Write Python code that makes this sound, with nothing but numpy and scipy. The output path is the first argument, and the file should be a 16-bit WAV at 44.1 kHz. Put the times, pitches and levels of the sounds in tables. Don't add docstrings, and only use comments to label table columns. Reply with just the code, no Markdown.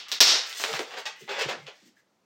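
import sys
import numpy as np
from scipy import signal
from scipy.fft import rfft, irfft
from scipy.io import wavfile
from scipy.ndimage import uniform_filter1d, minimum_filter1d

SR = 44100
rng = np.random.default_rng(int(sys.argv[2]) if len(sys.argv) > 2 else 0)


def pcm_store(signal):
    levels = np.round(np.clip(np.atleast_2d(signal), -1, 1) * 32767)
    wavfile.write(sys.argv[1], SR, levels.astype(np.int16).T)


N = 99225

# start in seconds, level in dB, bass shelf in dB, treble shelf in dB,
# ring pitch in Hz, ring level in dB.
BUBBLE_POPS = [(-.035, -9, -5, -2.5, 3000, -14.5), (.0846, -26, -4, 11.5, 2800, -11.5),
               (.117, -4.5, -7.5, 3.5, 3700, -22), (.1235, -17, -4, -1.5, 3700, -14.5),
               (0.2045, 30, -4.5, 6, 5460, -19)]
# frequency in Hz, level in dB.
POP_SPECTRUM = [(40, -44), (120, -23), (300, -5.5), (700, -5.5), (1400, -5), (2500, -3), (3700, 3),
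                (5500, -0.5), (7000, -10), (10000, -26.5), (15000, -19.5)]
# start in seconds, level in dB, pitch in Hz, damping as 1/Q.
FILM_SNAPS = [(0.528, -10, 3740, 1.1), (0.6, -12, 640, 1.2), (0.6392, 2.5, 1670, 2.16),
              (0.7305, -7.5, 3920, 0.59), (0.7387, -6.5, 885, 0.7), (0.768, -10.5, 2010, 0.52),
              (0.793, -3.5, 1710, 2.7), (0.7949, -6.5, 410, 0.4), (0.8057, -10.5, 453, 1.1),
              (0.928, -22, 540, 0.48), (.974, -19, 610, 1.9), (1.056, -21, 1310, 0.98),
              (1.456, -13.5, 400, 1.2), (1.411, -3.5, 2720, 0.52), (1.511, -11.5, 1300, 1.5),
              (1.532, -11.5, 584, 1.1), (1.668, -19, 2920, 0.44), (1.682, -21.5, 580, 0.3)]
# start in seconds, level in dB.
UNSTICKING_TICKS = [(.449, -62), (0.496, -32), (.510, -43), (.721, -38)]
# start in seconds, length in seconds, level in dB,
# bass shelf in dB, treble shelf in dB.
SHEET_CRINKLES = [(0.053, 0.11, -52, -16, -24), (0.408, 0.11, -47, -13.5, 2), (0.545, 0.055, -48, -15, 14),
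                  (0.593, 0.047, -45.5, -3, 12), (0.663, 0.059, -44.5, 4, 8),
                  (0.719, 0.046, -41, -1.5, 4.5), (0.823, 0.12, -55, 2, 6), (0.907, 0.036, -44.5, 3.5, -8),
                  (0.959, 0.034, -43.5, -3, -1.5), (1.051, 0.017, -36.5, -4, 2.5),
                  (1.109, 0.14, -60.5, -28, -10), (1.274, 0.018, -42.5, 0, -15),
                  (1.289, 0.034, -38, 4.5, -1.5), (1.329, 0.096, -40, 2.5, -4),
                  (1.387, 0.0041, -29.5, -11, 6.5), (1.405, 0.017, -33.5, -6, 3),
                  (1.476, 0.02, -34, 1.5, 1.5), (1.509, 0.018, -46, 7, -18), (1.58, 0.073, -68.5, 1, 11),
                  (1.662, 0.029, -50, -7, -2.5), (1.719, 0.17, -70.5, -24, 11.5)]
# frequency in Hz, level in dB.
FILM_SPECTRUM = [(60, -42.5), (150, -28), (280, -16), (420, 3), (650, 2.5), (1100, 0.5), (1800, 2.5),
                 (2700, 1.5), (4200, -3), (5600, -7), (7300, -14), (10000, -33.5), (15000, -28)]
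# start in seconds, length in seconds, level in dB.
PALM_SLIDES = [(0.458, 0.015, -48), (0.49, 0.0035, -35.5), (0.511, 0.081, -56.5), (0.567, 0.075, -43),
               (0.658, 0.025, -48.5), (0.701, .12, -52.5), (0.978, 0.018, -51.5), (1.15, 0.18, -69),
               (1.188, 0.026, -57), (1.846, 0.029, -70), (1.954, .04, -78.5)]
# frequency in Hz, level in dB.
SLIDE_SPECTRUM = [(500, -49), (3000, 3), (6000, 4.5), (8000, -1.5), (10500, -14.5), (15000, -5.5)]
# start in seconds, length in seconds,
# level in dB, pitch in Hz.
FILM_SQUEAKS = [(.076, 0.0091, -48, 1150), (1.145, 0.1, -59, 2004), (1.59, 0.071, -62, 2140),
                (1.62, 0.153, -77, 1740), (1.953, 0.031, -67, 1680), (1.968, .03, -71, 1960)]
# start in seconds, length in seconds,
# level in dB, pitch in Hz.
SOFT_BUMPS = [(0.703, 0.035, -48, 174), (1.205, 0.017, -53, 383), (1.215, 0.032, -55, 204),
              (1.44, 0.018, -48.5, 134), (1.49, 0.046, -49, 254), (1.56, 0.09, -59.5, 150),
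              (1.815, 0.066, -62, 255)]
# delay in seconds, level in dB before wet level and fade.
EARLY_REFLECTIONS = [(.001, -10.5), (.0054, -3.5), (.008, -9), (0.0113, -9), (.022, -5.5)]
# frequency in Hz, level in dB before wet level and fade.
STANDING_WAVES = [(137, -16.5), (218, -20), (402, -16.5), (452, -17.5), (564, -19), (630, -24.5),
                  (810, -20), (1660, -21.5), (2630, -17.5), (2865, -23), (3438, -13)]
# frequency in Hz, 60 dB decay time in seconds.
TAIL_DECAY = [(100, 0.079), (500, 0.38), (2000, 0.35), (4500, 0.33), (8000, 0.29), (15000, 0.15)]
# frequency in Hz, level in dB.
FLOOR_SPECTRUM = [(30, -21), (90, -8.5), (190, 3), (500, -1.5), (1500, -8.5), (3000, -14.5), (6000, -15),
                  (10000, -28), (15000, -28.5)]

POP_DAMPING, TICK_DAMPING, SQUEAK_DAMPING, BUMP_DAMPING = 0.13, 0.35, 0.048, 0.38
SNAP_LOW_HZ, SNAP_TOP_HZ, TICK_HZ = 268, 5240, 13500
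CREASES_PER_S, CREASE_SPREAD_DB = 1400, 6
ATTACK_S, RELEASE_S = 0.0042, 0.0045
SNAP_ROOM_DB, BUMP_ROOM_DB, SQUEAK_ROOM_DB = -5.5, -5, -7
HANDLING_FADE_DB_PER_S = 43.5
TAIL_DB, TAIL_BUILD_S, SCATTER_S, MODE_T60_S = 4.5, 0.0012, 0.0023, 0.088
FLOOR_DB = -71.5
LIMIT_DB, LOOKAHEAD_DB_PER_S, HOLD_S, RECOVER_S = -7, 1099, 0.049, 0.055
CEILING = 0.75
LOW_CUT_HZ, TOP_HZ = 65, 15800


def pops():
    out, response = np.zeros(N), room()
    for start, db, bass_db, treble_db, ring_hz, ring_db in BUBBLE_POPS:
        ring = undb(ring_db) * resonate(response, ring_hz, POP_DAMPING)
        burst = colour(response + ring, POP_SPECTRUM, bass_db, treble_db)
        add(out, start, undb(db) * burst)
    return out


def snaps():
    out, click = np.zeros(N), signal.unit_impulse(SR // 10)
    band = signal.butter(2, [SNAP_LOW_HZ, SNAP_TOP_HZ], "band", fs=SR, output="sos")
    for start, db, hz, damping in FILM_SNAPS:
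        swing = signal.sosfilt(band, resonate(click, hz, damping))
        add(out, start, -undb(db) * in_room(swing, SNAP_ROOM_DB))
    return out


def ticks():
    out, click = np.zeros(N), signal.unit_impulse(SR // 10)
    tick = in_room(resonate(click, TICK_HZ, TICK_DAMPING), SNAP_ROOM_DB)
    for start, db in UNSTICKING_TICKS:
        add(out, start, undb(db) * tick)
    return out


def crinkles():
    out = np.zeros(N)
    for start, length, db, bass_db, treble_db in SHEET_CRINKLES:
        crackle = colour(creases(length), FILM_SPECTRUM, bass_db, treble_db)
        add(out, start, undb(db) * in_room(crackle))
    return out


def slides():
    hiss = np.zeros(N)
    for start, length, db in PALM_SLIDES:
        add(hiss, start, undb(db) * colour(creases(length), SLIDE_SPECTRUM))
    return in_room(hiss)[:N]


def squeaks():
    return rubs(FILM_SQUEAKS, SQUEAK_DAMPING, SQUEAK_ROOM_DB)


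def bumps():
    return rubs(SOFT_BUMPS, BUMP_DAMPING, BUMP_ROOM_DB)


def rubs(rows, damping, wet_db):
    out = np.zeros(N)
    for start, length, db, hz in rows:
        octave = [hz / np.sqrt(2), hz * np.sqrt(2)]
        band = signal.butter(2, octave, "band", fs=SR, output="sos")
        rub = signal.sosfilt(band, resonate(creases(length), hz, damping))
        add(out, start, undb(db) * rub)
    return in_room(out, wet_db)[:N]


def creases(length):
    env = stroke(length)
    n = len(env)
    happens = rng.random(n) < CREASES_PER_S / SR
    sign = rng.choice([-1, 1], n)
    size_db = CREASE_SPREAD_DB * np.clip(rng.standard_normal(n), -2, 2)
    clicks = happens * sign * undb(size_db)
    return env * unit(clicks) * np.sqrt(n)


def stroke(length):
    t = np.arange(SR // 4) / SR
    attack = np.minimum(t / ATTACK_S, 1)
    return attack * np.exp(-np.maximum(t - length, 0) / RELEASE_S)


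def in_room(x, wet_db=0):
    return signal.fftconvolve(x, room(wet_db, HANDLING_FADE_DB_PER_S))


def room(wet_db=0, fade_db_per_s=0):
    n = SR // 2
    t = np.arange(n) / SR
    response = undb(TAIL_DB) * unit(diffuse_tail(n) * (1 - np.exp(-t / TAIL_BUILD_S)))
    for delay, db in EARLY_REFLECTIONS:
        scatter = rng.standard_normal(n) * np.exp(-t / SCATTER_S)
        add(response, delay, undb(db) * unit(scatter))
    mode_decay = np.exp(-np.log(1000) * t / MODE_T60_S)
    for hz, db in STANDING_WAVES:
        wave = np.sin(2 * np.pi * (hz * t + rng.random()))
        response += undb(db) * unit(wave * mode_decay)
    direct = signal.unit_impulse(n)
    return direct + response * undb(wet_db - fade_db_per_s * t)


def diffuse_tail(n):
    t, hz = np.arange(n) / SR, np.arange(n // 2 + 1) * SR / n
    noise = rfft(rng.standard_normal(n))
    centres = 62.5 * 2. ** np.arange(9)
    tail = np.zeros(n)
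    for centre, share in zip(centres, np.eye(len(centres))):
        weight = on_log(hz, list(zip(centres, share)))
        decay = np.exp(-np.log(1000) * t / on_log(centre, TAIL_DECAY))
        tail += irfft(noise * weight, n) * decay
    return tail


def background():
    return undb(FLOOR_DB) * colour(rng.standard_normal(N), FLOOR_SPECTRUM)


def undb(db):
    return 10 ** (np.asarray(db) / 20)


def unit(x):
    return x / np.sqrt(np.sum(x ** 2))


def on_log(hz, points):
    f, v = np.array(points, float).T
    return np.interp(np.log(hz + 0.00058), np.log(f), v)


def colour(x, points, bass_db=0, treble_db=0):
    hz = np.arange(2049) * SR / 4096
    shelves = on_log(hz, [(500, bass_db), (1800, 0.0065), (3000, 0.0037), (9000, treble_db)])
    shape = undb(on_log(hz, points))
    level = np.sqrt(np.mean(shape ** 2))
    cepstrum = irfft(np.log(shape / level * undb(shelves)))
    cepstrum[1:2048] *= 2
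    cepstrum[2049:] = 0
    return signal.fftconvolve(x, irfft(np.exp(rfft(cepstrum))))[:len(x)]


def resonate(x, hz, damping):
    w = 2 * np.tan(np.pi * hz / SR)
    b, a = signal.bilinear([1, 0], [1, damping * w, w * w])
    ring = unit(signal.lfilter(b, a, signal.unit_impulse(4096)))
    return signal.fftconvolve(x, ring)[:len(x)]


def add(out, start, x):
    i = int(round(start * SR))
    x = x[max(-i, 0):len(out) - i]
    out[max(i, 0):max(i, 0) + len(x)] += x


def scene():
    film = pops() + snaps() + ticks() + crinkles() + slides() + squeaks()
    return (film + bumps() + background())[None]


def record(dry):
    t = np.arange(N) / SR
    power = uniform_filter1d(dry[0] ** 2, size=200)
    level_db = 10 * np.log10(np.abs(power) + 1e-12)
    half = int(HOLD_S * SR / 2)
    held = minimum_filter1d(np.minimum(LIMIT_DB - level_db, 0), 2 * half + 1, origin=half)
    recovery = np.exp(-t / RECOVER_S)
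    gain_db = np.minimum.accumulate(held / recovery) * recovery
    slope_db = LOOKAHEAD_DB_PER_S * t
    gain_db = np.minimum.accumulate((gain_db + slope_db)[::-1])[::-1] - slope_db
    wet = CEILING * np.tanh(dry * undb(gain_db) / CEILING)
    wet = signal.sosfilt(signal.butter(2, LOW_CUT_HZ, "high", fs=SR, output="sos"), wet)
    return signal.sosfilt(signal.ellip(8, .2, 70, TOP_HZ, fs=SR, output="sos"), wet)


dry = scene()
out = record(dry)
pcm_store(out)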